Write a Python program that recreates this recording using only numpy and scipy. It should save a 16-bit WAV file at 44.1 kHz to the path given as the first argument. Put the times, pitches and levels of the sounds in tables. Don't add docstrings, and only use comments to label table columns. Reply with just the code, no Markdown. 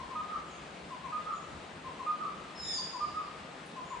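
import sys
import numpy as np
from scipy import signal
from scipy.fft import rfft, irfft
from scipy.io import wavfile
from scipy.ndimage import uniform_filter1d

SR = 44100
rng = np.random.default_rng(int(sys.argv[2]) if len(sys.argv) > 2 else 0)


def generate_wav(sig):
    pcm = np.round(np.clip(np.atleast_2d(sig).T, -1, 1) * 32767).astype(np.int16)
    wavfile.write(sys.argv[1], SR, pcm)


N = 176400

# frequency in Hz, relative density in dB.
WASH_SPECTRUM = [(20, -28), (38, -16.5), (60, -6), (78, -3.5), (95, -5), (117, -15.5), (150, -2), (172, 0),
                 (215, -4), (400, -6.5), (700, -6), (950, -8), (1600, -11), (2700, -14), (4000, -19),
                 (5600, -26.5), (8500, -28), (10200, -40), (11500, -52.5)]
# frequency in Hz, left-right correlation.
WASH_CORRELATION = [(60, .88), (150, 0.94), (280, 0.93), (540, 0.66), (1100, 0.15), (2400, .5), (5000, 0.5),
                    (10000, 0.15)]
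# frequency in Hz, left minus right in dB.
WASH_PAN = [(60, 0), (200, 0), (330, 0), (600, 3), (1050, 7), (1900, 2.5), (3300, 1), (5800, 4),
            (10000, -4.5)]
# time in seconds, gain in dB.
RUMBLE_GAIN = [(0, 2), (0.599, -3), (1.2, -4), (1.53, 4), (1.72, -8.5), (1.88, 3), (2.15, -9), (2.45, 0),
               (2.7, -5.5), (4, -4.5)]
WASH_DB, PATCH_DB, FLICKER_DB, GUST_DB, RUMBLE_HZ = -47, 0.79, 0.35, 3.5, 113
BUBBLES_PER_S, BUBBLES_DB, BUBBLE_DECAY_CYCLES, BUBBLE_SPREAD_DB = 260, -63.5, 5.6, 3
RUSTLE_START_S, RUSTLE_DECAY_S, RUSTLE_HZ, RUSTLE_WIDTH_HZ, RUSTLE_DB = 3.656, .03, 9300, 1300, -58

# start in seconds, length in seconds, pitch in Hz,
# fall as a share of pitch (negative rises), level in dB.
FAR_CHIRPS = [(.46, 0.054, 7250, 0.043, -69), (.5, 0.056, 6550, 0.068, -66),
              (1.325, 0.076, 6820, 0.051, -66), (3.845, .11, 6880, -0.076, -67.5)]
# time in seconds, upper voice in Hz, lower voice in Hz,
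# overall gain in dB, extra gain in dB for partials involving the lower voice.
WHISTLE_CONTOUR = [(2.549, 5250, 1932, -52, -44), (2.583, 5210, 1960, -47, -13),
                   (2.617, 5190, 1950, -39, -12.5), (2.656, 5210, 1858, -43.5, 2),
                   (2.709, 5087, 1773, -38, -3.5), (2.75, 4940, 1770, -40.5, -3),
                   (2.786, 4673, 1727, -34.5, -12.5), (2.81, 4690, 1740, -47.5, -18),
                   (2.83, 4830, 1740, -66, -30)]
WHISTLE_PARTIALS = [(1, 0), (0, 1), (0, 2), (0, 3), (1, 1), (1, 2), (2, 0)]
# relative level in dB, in the same order.
PARTIAL_DB = [-1, -16, -7, -18, -6.5, -19, -33]

# start in seconds, length in seconds, pitch in Hz, nominal level in dB,
# fall as a share of pitch.
LOW_HOOTS = [(-.035, 0.063, 1059, -39, 0.12), (0.098, .052, 1041, -38, 0.16),
             (0.899, 0.049, 1034, -39.5, 0.13), (1.033, .048, 1034, -37.5, 0.13),
             (1.837, 0.056, 1034, -40.5, 0.042), (1.988, 0.039, 1036, -36.5, 0.16),
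             (2.777, 0.035, 1035, -40.5, 0.015), (2.927, .046, 1014, -37, 0.2),
             (3.756, 0.054, 1042, -38, 0.047), (3.896, 0.053, 1034, -37, 0.14)]
# start in seconds, length in seconds, pitch in Hz, nominal level in dB.
HELD_HOOTS = [(0.151, 0.069, 1241, -27.5), (1.12, 0.062, 1241, -27.5), (2.06, 0.0626, 1229, -24.5),
              (3.001, .059, 1201, -25.5)]
# start in seconds, length in seconds, pitch in Hz, nominal level in dB.
CLOSING_SLURS = [(0.285, 0.074, 1240, -38.5), (1.256, 0.072, 1236, -38), (2.189, 0.068, 1221, -37),
                 (3.137, 0.072, 1221, -38.5)]
ATTACK_S, RELEASE_S, OCTAVE_DB, WAVER_SHARE = .011, .012, -28.5, 0.0038

# delay in seconds, left gain, right gain.
BANK_ECHOES = [(0.014, 0.23, 0.2), (0.036, 0.56, -0.3), (0.044, 0.22, 0.22), (.078, 0.11, 0.19)]
HOOT_T60_S, TREBLE_T60_S, TAIL_BUILD_S = 0.41, 0.64, 0.0035
HOOT_CORRELATION, TREBLE_CORRELATION = 0.45, .05
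LATE_DB, LATE_T60_S = -12, 1.72
CUTOFF_HZ = 10900


def amp(db):
    return 10 ** (np.asarray(db) / 20)


def unit_rms(x):
    return x / np.sqrt(np.mean(x ** 2) + 1e-20)


def log_interp(points, hz):
    points_hz, value = np.transpose(points)
    return np.interp(np.log(hz + 1), np.log(points_hz + 1), value)


def add(mix, start_s, sound):
    at = round(start_s * SR)
    sound = sound[max(-at, 0):]
    part = mix[max(at, 0):][:len(sound)]
    part += sound[:len(part)]


def wander(count, width=300):
    noise = rng.standard_normal(max(count, SR))
    return unit_rms(uniform_filter1d(uniform_filter1d(noise, width), width))[:count]


def forest(x, wet_db, t60_s, pan_db=0, correlation=HOOT_CORRELATION):
    t = np.arange(SR) / SR
    left, other = rng.standard_normal((2, SR))
    right = correlation * left + np.sqrt(1 - correlation ** 2) * other
    fade = amp(-60 * t / t60_s) + amp(LATE_DB - 60 * t / LATE_T60_S)
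    tail = np.array([left, right]) * fade * (1 - np.exp(-t / TAIL_BUILD_S))
    paths = amp(wet_db) * tail / np.linalg.norm(tail[0])
    paths[:, 0] += 1
    for delay_s, *gains in BANK_ECHOES:
        paths[:, round(delay_s * SR)] += gains
    return signal.fftconvolve(x[None], paths, axes=1)[:, :N] * amp([[pan_db / 2], [-pan_db / 2]])


def note(length_s, hz, db, fall=0, arch=0, swell_db=0, jitter=0):
    t = np.arange(0, length_s, 1 / SR)
    progress = t / length_s
    contour = 1 - fall * (progress - .5) + arch * (np.sin(np.pi * progress) - 2 / np.pi)
    waver = WAVER_SHARE * wander(len(t)) + jitter * wander(len(t), width=150)
    phase = 2 * np.pi * np.cumsum(hz * (contour + waver)) / SR
    ramp = np.clip(np.minimum(t / ATTACK_S, (length_s - t) / RELEASE_S), 0, 1)
    envelope = np.sin(np.pi / 2 * ramp) ** 2 * amp(db + swell_db * (progress - 1.5))
    return np.sqrt(2) * envelope * (np.sin(phase) + amp(OCTAVE_DB) * np.sin(2 * phase))


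def stream():
    frames, hz = N // 1024 + 5, np.fft.rfftfreq(4096, 1 / SR)
    left_re, left_im, other_re, other_im, patches = rng.standard_normal((5, frames, len(hz)))
    patches = unit_rms(uniform_filter1d(uniform_filter1d(patches, size=3, axis=0), size=32, axis=1))
    correlation = log_interp(WASH_CORRELATION, hz)
    left = left_re + 1j * left_im
    right = correlation * left + np.sqrt(1 - correlation ** 2) * (other_re + 1j * other_im)
    pan = amp(log_interp(WASH_PAN, hz) / 2)
    spectra = np.array([left * pan, right / pan]) * amp(log_interp(WASH_SPECTRUM, hz) + PATCH_DB * patches)
    _, wash = signal.istft(spectra.transpose(0, 2, 1), nperseg=4096, noverlap=3072)
    wash = amp(WASH_DB) * unit_rms(wash[:, :N])
    bass = irfft(rfft(wash) / (1 + (np.fft.rfftfreq(N, 1 / SR) / RUMBLE_HZ) ** 8), N)
    bass_db = np.interp(np.arange(N) / SR, *np.transpose(RUMBLE_GAIN)) + GUST_DB * wander(N, width=2500)
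    return (wash - bass) * amp(FLICKER_DB * wander(N, width=2000)) + bass * amp(bass_db)


def bubbles():
    t, out = np.arange(3000) / SR, np.zeros((2, N))
    pitches_hz = np.geomspace(380, 3600, 30)
    for hz in pitches_hz:
        age = t * hz / BUBBLE_DECAY_CYCLES
        envelope = np.exp(-age) * (1 - np.exp(-t * hz)) / hz ** 0.12
        ring = envelope * np.sin(2 * np.pi * hz * t * (1 + 0.024 * age))
        strength = amp(BUBBLE_SPREAD_DB * np.minimum(rng.exponential(1, N), 4))
        onsets = rng.random(N) < BUBBLES_PER_S / len(pitches_hz) / SR
        pan_db = 1 + 4 * rng.standard_normal(N)
        out += signal.oaconvolve(strength * onsets * amp([pan_db, -pan_db]), ring[None], axes=1)[:, :N]
    return amp(BUBBLES_DB) * unit_rms(out)


def leaf():
    band = np.exp(-.5 * ((np.fft.rfftfreq(N, 1 / SR) - RUSTLE_HZ) / RUSTLE_WIDTH_HZ) ** 2)
    hiss = unit_rms(irfft(rfft(rng.standard_normal((2, N))) * band, N))
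    age_s = np.maximum(np.arange(N) / SR - RUSTLE_START_S, 0)
    return amp(RUSTLE_DB) * hiss * np.minimum(age_s / .004, 1) * np.exp(-age_s / RUSTLE_DECAY_S)


def far_birds():
    out = np.zeros(N)
    for start_s, length_s, hz, fall, db in FAR_CHIRPS:
        add(out, start_s, note(length_s, hz, db, fall))
    return forest(out, wet_db=4.5, t60_s=TREBLE_T60_S, pan_db=3, correlation=TREBLE_CORRELATION)


def whistling_bird():
    times_s, upper_hz, lower_hz, gain_db, lower_db = np.transpose(WHISTLE_CONTOUR)
    t = np.arange(times_s[0], times_s[-1], 1 / SR)
    upper_hz = np.interp(t, times_s, upper_hz) * (1 + 0.0072 * wander(len(t), width=80))
    lower_hz = np.interp(t, times_s, lower_hz) * (1 + 0.026 * wander(len(t), width=80))
    upper_phase, lower_phase = 2 * np.pi * np.cumsum([upper_hz, lower_hz], axis=1) / SR
    lower_gain = amp(np.interp(t, times_s, lower_db))
    voice = sum(amp(db) * (lower_gain if k else 1) * np.sin(j * upper_phase + k * lower_phase)
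                for (j, k), db in zip(WHISTLE_PARTIALS, PARTIAL_DB))
    envelope = amp(np.interp(t, times_s, gain_db)) * np.minimum((t - t[0]) / ATTACK_S, 1)
    out = np.zeros(N)
    add(out, t[0], voice * envelope)
    return forest(out, wet_db=5, t60_s=TREBLE_T60_S, correlation=TREBLE_CORRELATION)


def hooting_bird():
    low, held, slur = np.zeros((3, N))
    for start_s, *row in LOW_HOOTS:
        add(low, start_s, note(*row, arch=0.045, swell_db=6.5, jitter=0.017))
    for start_s, *row in HELD_HOOTS:
        add(held, start_s, note(*row, arch=.004, swell_db=6))
    for start_s, *row in CLOSING_SLURS:
        add(slur, start_s, note(*row, fall=0.099, arch=0.14, swell_db=5, jitter=.02))
    return (forest(low, wet_db=4, t60_s=HOOT_T60_S, pan_db=5.5)
            + forest(held, wet_db=-7, t60_s=HOOT_T60_S, pan_db=-2.5)
            + forest(slur, wet_db=7.5, t60_s=HOOT_T60_S, pan_db=0.5))


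def scene():
    return hooting_bird() + whistling_bird() + far_birds() + leaf() + stream() + bubbles()


def record(dry):
    taps = signal.firwin(255, CUTOFF_HZ, window=("kaiser", 9), fs=SR)
    return signal.oaconvolve(dry, taps[None], "same")


dry = scene()
out = record(dry)
generate_wav(out)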